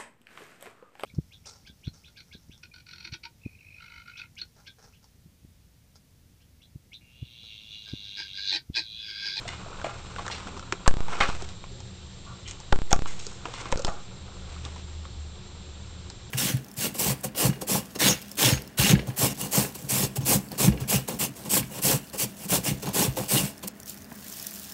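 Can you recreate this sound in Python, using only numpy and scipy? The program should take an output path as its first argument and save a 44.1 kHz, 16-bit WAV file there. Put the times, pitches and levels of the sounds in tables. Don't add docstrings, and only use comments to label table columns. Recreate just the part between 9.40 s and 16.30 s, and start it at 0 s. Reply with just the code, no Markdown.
import sys
import numpy as np
from scipy import signal
from scipy.fft import rfft, irfft, next_fast_len
from scipy.io import wavfile
from scipy.ndimage import uniform_filter1d

SR = 44100
rng = np.random.default_rng(int(sys.argv[2]) if len(sys.argv) > 2 else 0)


def file_out(sig):
    cols = np.atleast_2d(sig).T
    lim = np.clip(cols, -1, 1)
    pcm = np.round(lim * 32767).astype(np.int16)
    wavfile.write(sys.argv[1], SR, pcm)


def makeup_ratio(level_db):
    decades = np.asarray(level_db, float) / 20
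    return 10 ** decades


N = 304334

# (time [s], body peak [dB], body pitch [Hz], crack over body [dB], rattle fall by 60 dB [s])
BLOWS = [(1.3241, -15, 1480, -2.5, 0.028), (1.326, -22.5, 393, -26, 0.019), (1.461, -23, 1250, -45, 0.035),
         (1.466, -21.5, 1070, -28, 0.013), (1.4778, -10.5, 1076, 1, 0.03), (1.4779, -4.5, 7200, -6, .004),
         (1.479, -10.5, 1630, -11.5, 0.036), (2.023, -32, 376, -30, 0.014),
         (3.3252, -13, 1630, -12.5, 0.0021), (3.327, -10, 845, -36, 0.0063), (3.516, -18, 820, -8, 0.0048),
         (3.5291, -15, 1400, 5.5, 0.0089), (3.5301, -7, 820, -10, 0.014), (3.5289, -4, 6600, -9, .004),
         (3.867, -34, 398, -34, 0.013), (4.319, -30.5, 1210, 9, 0.012), (4.3245, -15, 1000, -0.5, 0.0097),
         (4.3255, -17.5, 566, -24, 0.071), (4.4475, -21.5, 870, -18, .015), (4.453, -29.5, 383, -23, 0.014),
         (4.083, -36, 480, -25, 0.027), (3.334, -22, 368, -30, 0.018), (3.324, -16, 640, -27, .006)]
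# (time [s], body peak [dB], body pitch [Hz], crack over body [dB])
KNOCKS = [(0.053, -32.5, 700, -18), (0.134, -32.5, 1140, -20), (0.262, -33.5, 720, -24),
          (0.302, -37, 480, -23), (0.415, -30, 1400, -3), (0.444, -20, 710, -23), (0.467, -24, 584, -13),
          (0.494, -33, 1180, -13), (0.564, -37, 1120, -20), (0.784, -28.5, 1030, -11),
          (0.793, -26.5, 1090, -35), (0.865, -26.5, 1110, 0.5), (0.88, -22, 1600, -1), (0.9, -28, 895, -18),
          (1.175, -35, 1130, 0), (1.227, -33.5, 1300, -25), (1.683, -28.5, 970, -9),
          (1.73, -27.5, 1220, -25), (2.24, -32, 1075, -44), (4.055, -22, 1030, -11),
          (4.139, -29.5, 1030, 1), (4.256, -27, 1130, -8.5), (4.374, -27, 564, 5.5), (4.394, -25.5, 540, 4),
          (4.469, -26, 1000, 5.5), (4.48, -19.5, 700, -18), (5.164, -40, 1240, 1.5),
          (5.361, -36.5, 1000, -1), (5.653, -34.5, 1170, -20)]
# (time [s], body peak [dB], body pitch [Hz], crack over body [dB])
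CLATTER = [
    (1.796, -46, 810, -18),
    (1.804, -13.5, 1500, -9.5),
    (1.81, -11.5, 1225, -12),
    (1.82, -19, 1170, -20),
    (1.832, -20, 1170, -3),
    (1.837, -16.5, 1510, -9),
    (1.855, -20, 1350, -17),
]
# (time [s], body peak [dB], body pitch [Hz], crack over body [dB])
TICKS = [(0.081, -34.5, 2700, 9.5), (0.398, -35, 1020, -26), (0.762, -29.5, 1420, -5.5),
         (1.004, -37, 1060, -16), (1.046, -42, 1070, -13), (1.195, -33, 1340, 4), (1.584, -35, 994, -9),
         (1.899, -29, 1140, -3), (2.022, -34.5, 830, 8.5), (2.404, -40, 830, 10.5),
         (3.111, -38.5, 3740, 17.5), (3.202, -46, 874, 17.5), (3.658, -24, 1170, -22),
         (3.867, -36, 3800, 16.5), (4.21, -43, 1100, 13), (4.4485, -22.5, 3480, 9), (5.251, -26.5, 3600, 0),
         (6.701, -36, 4170, 11), (2.09, -33, 6100, 7), (0.445, -27.5, 2580, -12), (4.3255, -23.5, 2200, -4),
         (1.3245, -21, 2500, -18), (6.702, -41, 875, -8), (2.013, -35, 890, -10)]
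# (pitch [Hz], width [Hz], level [dB])
HOLLOW = [(265, 260, -9), (395, 92, -32), (520, 57, 0), (728, 41, -10.5), (837, 75, -9)]
# (pitch [Hz], width [Hz], level [dB])
SHELL = [(1000, 990, 0), (1170, 120, -3), (1385, 125, 5)]
# (pitch [Hz], width [Hz], level [dB])
RIM = [(1678, 350, 1.5), (2230, 345, -2.2), (2487, 200, -5), (3000, 630, 2.5), (3596, 1100, 2.8)]
# (pitch [Hz], width [Hz], level [dB])
CRACK = [(4230, 1100, 0.17), (4880, 1800, -1.9), (5610, 720, -0.6), (6570, 1300, -0.0048), (7130, 1700, 1),
         (8000, 9000, 1)]
# (time [s], rolling level [dB], sliding over rolling [dB])
ROLL = [(0.0, -46.5, -3.5), (0.33, -42, -14), (0.6, -46.5, -5), (0.95, -44.5, -1), (1.31, -46.5, -16),
        (1.5, -51, -21), (1.7, -37.5, -6.5), (1.9, -37.5, -5), (2.04, -48, 3.5), (2.3, -66.5, -12),
        (3.4, -56, -4), (3.75, -50, 1.5), (3.95, -54, -9), (4.15, -43, 2.5), (4.4, -42.5, -11),
        (4.7, -52.5, -18), (5.25, -52.5, 4.5), (5.7, -57.5, -8)]
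# (start [s], fall by 60 dB [s], centre [Hz], width [octaves], level [dB])
BRUSHES = [(0.077, 0.45, 3000, 1.6, -37), (0.441, 0.39, 920, 3.4, -32), (0.784, 0.27, 1220, 3, -37.5),
           (.91, 0.3, 4150, 0.98, -34.5), (1.051, 0.76, 270, 1, -42), (1.731, 0.33, 1740, 1.4, -37),
           (1.804, 0.19, 1790, 1.7, -17), (1.804, 0.41, 4460, 0.61, -35.5), (2.862, 0.46, 1226, 0.48, -43),
           (3.075, 0.2, 5500, 1.7, -38.5), (3.052, 0.33, 2800, 0.27, -45), (3.508, .12, 4500, 4.6, -30.5),
           (3.531, 0.061, 810, 2.2, -20.5), (3.668, 0.33, 5000, 3.5, -39), (3.791, 0.78, 5650, 1.3, -43),
           (4.055, 0.12, 900, 2.9, -38), (4.134, 0.33, 3600, 1.3, -42), (4.257, 0.13, 1520, 2.9, -34),
           (4.391, 0.29, 520, .34, -39), (4.419, 0.025, 6000, 0.59, -39), (4.475, 0.31, 925, 1.3, -31.5),
           (5.255, 0.076, 1000, 1.1, -42), (4.469, 0.48, 5950, 0.71, -47), (2.301, 0.66, 396, 1.26, -50.5)]
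# (pitch [Hz], width [Hz], level [dB])
HUM = [
    (117.9, 15.7, -51.5),
    (184.7, 23, -53),
    (361.3, 22, -62),
    (3890, 1080, -57),
]
# (middle [s], half length [s], level [dB])
DRONE = [(0.16, 0.052, -46), (0.448, 0.042, -50), (0.757, 0.27, -50.5), (1.12, 0.065, -51.5),
         (2.012, .15, -44), (2.537, 0.21, -48), (3.082, 0.05, -49), (4.824, 0.04, -48.5),
         (5.27, 0.34, -40.5), (5.588, 0.095, -43), (5.83, 0.088, -37), (6.302, 0.24, -44.5),
         (6.635, 0.1, -47), (6.9, 0.036, -44)]
# (pitch [Hz], level per Hz [dB])
ROOM_NOISE = [(20, 9), (40, -5.5), (80, 0), (150, -7), (200, -22), (260, -14.5), (450, -20.5), (700, -22),
              (1900, -27), (3600, -23), (5200, -26.5), (6500, -28.5), (7700, -34.5), (9000, -30)]
# (time [s], steps down [notches], extra wait before the last notch up [s])
NOTCHES = [
    (1.4783, 4, .0066),
    (1.8069, 1, .0511),
    (3.3272, 3, 0),
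    (3.5299, 3, 0),
    (4.3260, 1, 0),
    (4.4487, 1, .0052),
]

BODY_SHARPNESS, BLOW_SHARPNESS = 5.8, 5.5
KNOCK_FALL_S, CLATTER_FALL_S, TICK_FALL_S = 0.041, 0.051, 0.036
BLOW_RIM_DB, KNOCK_RIM_DB, CLATTER_RIM_DB, TICK_RIM_DB = -4, -2.5, -0.5, 0.5
RIM_HZ, RIM_LOSS_DB = 1130, 9
RATTLE_SHARE = 0.13
ROLL_HOLLOW_DB, ROLL_SHELL_DB, ROLL_SCRATCH_DB = -8.5, -3, -1.5
HOLLOW_FOLLOWS, MEAN_ROLL_DB = 0.37, -46
BRUSH_RISE_S, SLOWEST_RISE_S = 0.0035, 0.02
FIRM_BRUSH_DB, SOFTER_SLOWER = -41, 2.24
ROOM_FALL_S, WALL_CUT_HZ = 0.15, 14000
DRONE_BED_DB, ROOM_DB = -58, -39.5
WHINE_HZ, WHINE_DB = 7380.5, -61
NOTCH_DB, HOLD_S, CLIMB_S = 1, 0.0329, 0.02935
BIAS_STEP, BIAS_SETTLE_S = 0.118, 0.11
SMEAR_DB, SMEAR_S, SMEAR_HZ = -11.5, 0.0054, 2500
CUTOFF_HZ, OVERLOAD = 8560, 0.72


def rms_one(x):
    return x / np.sqrt(np.mean(x ** 2) + 1e-20)


def peak_one(x):
    return x / np.max(np.abs(x))


def in_time(rows):
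    s, *columns = np.transpose(rows)
    return [np.interp(np.arange(N) / SR, s, column) for column in columns]


def drift(rate_hz):
    r = np.exp(-80 * np.pi * rate_hz / SR)
    slow = signal.lfilter([1], [1, -2 * r, r * r], rng.standard_normal(N // 40 + 2002))[2000:]
    return np.interp(np.arange(N) / 40, np.arange(len(slow)), rms_one(slow))


def ring(x, hz, width_hz):
    r, turn = np.exp(-np.pi * width_hz / SR), 2 * np.pi * hz / SR
    return signal.lfilter([0, np.sin(turn)], [1, -2 * r * np.cos(turn), r * r], x + 1e-18)


def soft_ring(x, hz, width_hz):
    return ring(ring(x, hz, width_hz), hz, hz / 2.03) * 2 * np.pi * hz / SR


def contacts(shape, per_s, spread_db):
    sizes = makeup_ratio(spread_db * np.minimum(rng.exponential(1, shape), 5)) * rng.choice([-1, 1], shape)
    return sizes * (rng.random(shape) < per_s / SR)


def struck(blow, modes, gains):
    total = 0
    for (hz, width, db), gain in zip(modes, gains):
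        total = total + gain * makeup_ratio(db) * peak_one(soft_ring(blow, hz, width))
    return peak_one(total)


def knocks():
    rows = [tuple(row) + (BLOW_SHARPNESS, BLOW_RIM_DB) for row in BLOWS]
    kinds = ((KNOCKS, KNOCK_FALL_S, KNOCK_RIM_DB), (CLATTER, CLATTER_FALL_S, CLATTER_RIM_DB),
             (TICKS, TICK_FALL_S, TICK_RIM_DB))
    for table, fall_s, rim_db in kinds:
        rows += [tuple(row) + (fall_s, BODY_SHARPNESS, rim_db) for row in table]
    length = round(0.15 * SR)
    out, t = np.zeros(N + length), np.arange(length) / SR
    rattles = contacts((len(rows), length), 5000, 2.8)
    neighbours = HOLLOW[1:] + SHELL
    rim_start = len(neighbours)
    crack_start = rim_start + len(RIM)
    for (s, body_db, hz, crack_db, fall_s, sharpness, rim_db), rattle in zip(rows, rattles):
        blow = RATTLE_SHARE * rattle * makeup_ratio(-60 * t / np.clip(fall_s, 0.003, 0.3))
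        blow[0] = 1
        strong, sign = rng.standard_normal((2, 19))
        gains = makeup_ratio(1.5 * strong) * np.sign(sign)
        low = struck(blow, neighbours, gains)
        rim = struck(blow, RIM, gains[rim_start:])
        crack = struck(blow, CRACK, gains[crack_start:])
        spot = peak_one(soft_ring(blow, hz, hz / sharpness))
        body = peak_one(spot + makeup_ratio(-7.0) * low * min(1, 1500 / hz) ** 2)
        rim_level_db = rim_db - RIM_LOSS_DB * np.log2(hz / RIM_HZ) ** 2
        sound = body + makeup_ratio(rim_level_db) * rim + makeup_ratio(crack_db) * crack
        start = round(s * SR)
        out[start:start + length] += makeup_ratio(body_db) * sound
    return out[:N]


def rolling():
    clumps = makeup_ratio(2.4 * drift(22))
    roll_db, slide_db = in_time(ROLL)
    hollow_db = MEAN_ROLL_DB + HOLLOW_FOLLOWS * (roll_db - MEAN_ROLL_DB) + ROLL_HOLLOW_DB
    parts = ((HOLLOW, hollow_db), (SHELL + RIM[:3], roll_db + ROLL_SHELL_DB),
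             (RIM[3:] + CRACK, roll_db + slide_db + ROLL_SCRATCH_DB))
    out = 0
    for modes, level_db in parts:
        touches = clumps * contacts(N, 2500, 3.26)
        shaken = sum(makeup_ratio(db) * soft_ring(touches, hz, 4.8 * width) for hz, width, db in modes)
        out = out + makeup_ratio(level_db) * rms_one(shaken)
    return out


def brushes():
    out, t = np.zeros(N + SR), np.arange(SR // 2) / SR
    for s, fall_s, centre_hz, octaves, level_db in BRUSHES:
        rise_s = min(BRUSH_RISE_S * makeup_ratio(SOFTER_SLOWER * (FIRM_BRUSH_DB - level_db)), SLOWEST_RISE_S)
        grains = contacts(len(t), 3500, 3.2) * makeup_ratio(2.2 * drift(60)[:len(t)])
        body = 0
        for hz, width, _ in HOLLOW + SHELL + RIM + CRACK:
            near = makeup_ratio(-24 * (np.log2(hz / centre_hz) / octaves) ** 2)
            body = body + near * np.sqrt(width) * soft_ring(grains, hz, 0.51 * width)
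        stroke = np.minimum(t / rise_s, 1) ** 0.49 * makeup_ratio(-60 * np.maximum(t - rise_s, 0) / fall_s)
        start = round(s * SR)
        out[start:start + len(t)] += makeup_ratio(level_db) * stroke * rms_one(body)
    return out[:N]


def room(x):
    size = next_fast_len(N + SR)
    hz = np.arange(size // 2 + 1) * SR / size
    dull, response = 1 / (1 + 1j * hz / WALL_CUT_HZ), 0
    for k, lag_s in enumerate(rng.uniform(0.006, 0.035, 10)):
        loop = makeup_ratio(-60 * lag_s / ROOM_FALL_S) * dull * np.exp(-2j * np.pi * hz * lag_s)
        response = response + (-1) ** k * loop / (1 - loop)
    return irfft(rfft(x, size) * response, size)[:N]


def narrow(hz, width_hz):
    noise = rng.standard_normal(N + SR)
    return rms_one(ring(ring(noise, hz, width_hz), hz, width_hz)[SR:])


def hums():
    t = np.arange(N) / SR
    swell = makeup_ratio(DRONE_BED_DB) + sum(makeup_ratio(db) * np.exp(-((t - s) / half) ** 2) for s, half, db in DRONE)
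    drone = np.sqrt(2) * np.sin(2 * np.pi * np.cumsum(76.5 + 3 * drift(4)) / SR)
    return sum(makeup_ratio(db) * narrow(hz, width) for hz, width, db in HUM) + swell * drone


def room_noise():
    edges = 18 * 2 ** np.arange(0, 9.1, 1 / 3)
    white = rng.standard_normal((2, N + SR))
    point_hz, point_db = np.transpose(ROOM_NOISE)
    out = 0
    for k, (low, high) in enumerate(zip(edges, edges[1:])):
        band_pass = signal.butter(2, [low, high], "band", fs=SR, output="sos")
        band = signal.sosfilt(band_pass, white[k % 2])[SR:]
        level_db = np.interp(np.log(low * high) / 2, np.log(point_hz), point_db)
        out = out + makeup_ratio(level_db + 1.1 * drift(26.0)) * band
    return rms_one(out)


def whine():
    tone = np.sqrt(2) * np.sin(2 * np.pi * WHINE_HZ * np.arange(N) / SR)
    return makeup_ratio(WHINE_DB + 2.0 * drift(50)) * tone


def gain_moves():
    moves = np.zeros(N)
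    for s, notches, wait_s in NOTCHES:
        moves[round(s * SR)] = -notches
        ups = s + HOLD_S + CLIMB_S * np.arange(notches)
        ups[-1] += wait_s
        moves[np.round(ups * SR).astype(int)] = 1
    return moves


def smear(x):
    treble = signal.butter(2, SMEAR_HZ, "high", fs=SR, output="sos")
    power = uniform_filter1d(signal.sosfilt(treble, x) ** 2, round(SMEAR_S * SR))
    noise = rms_one(signal.sosfilt(treble, rng.standard_normal(N)))
    return makeup_ratio(SMEAR_DB) * np.sqrt(np.abs(power)) * noise


def scene():
    blows, strokes = knocks(), brushes()
    echoes = room(makeup_ratio(-21.5) * blows + makeup_ratio(-14.5) * strokes)
    return (blows + strokes + echoes + rolling() + hums())[None]


def roll_off(x):
    return signal.sosfilt(signal.butter(12, 16970, fs=SR, output="sos"), x)


def record(dry):
    moves = gain_moves()
    leak = np.exp(-1 / (BIAS_SETTLE_S * SR))
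    thump = BIAS_STEP * signal.lfilter([1], [1, -leak], moves)
    setting = uniform_filter1d(np.cumsum(moves), size=88, origin=43)
    x = dry * makeup_ratio(NOTCH_DB * setting) + thump
    x = x + whine() + makeup_ratio(ROOM_DB - 5.0) * room_noise()
    x = x + smear(x)
    top_cut = signal.ellip(10, 0.25, 40, CUTOFF_HZ, fs=SR, output="sos")
    x = signal.sosfiltfilt(top_cut, x)
    x = x / (1 + (x / OVERLOAD) ** 8) ** (1 / 8)
    return roll_off(x)


dry = scene()
out = record(dry)
file_out(out)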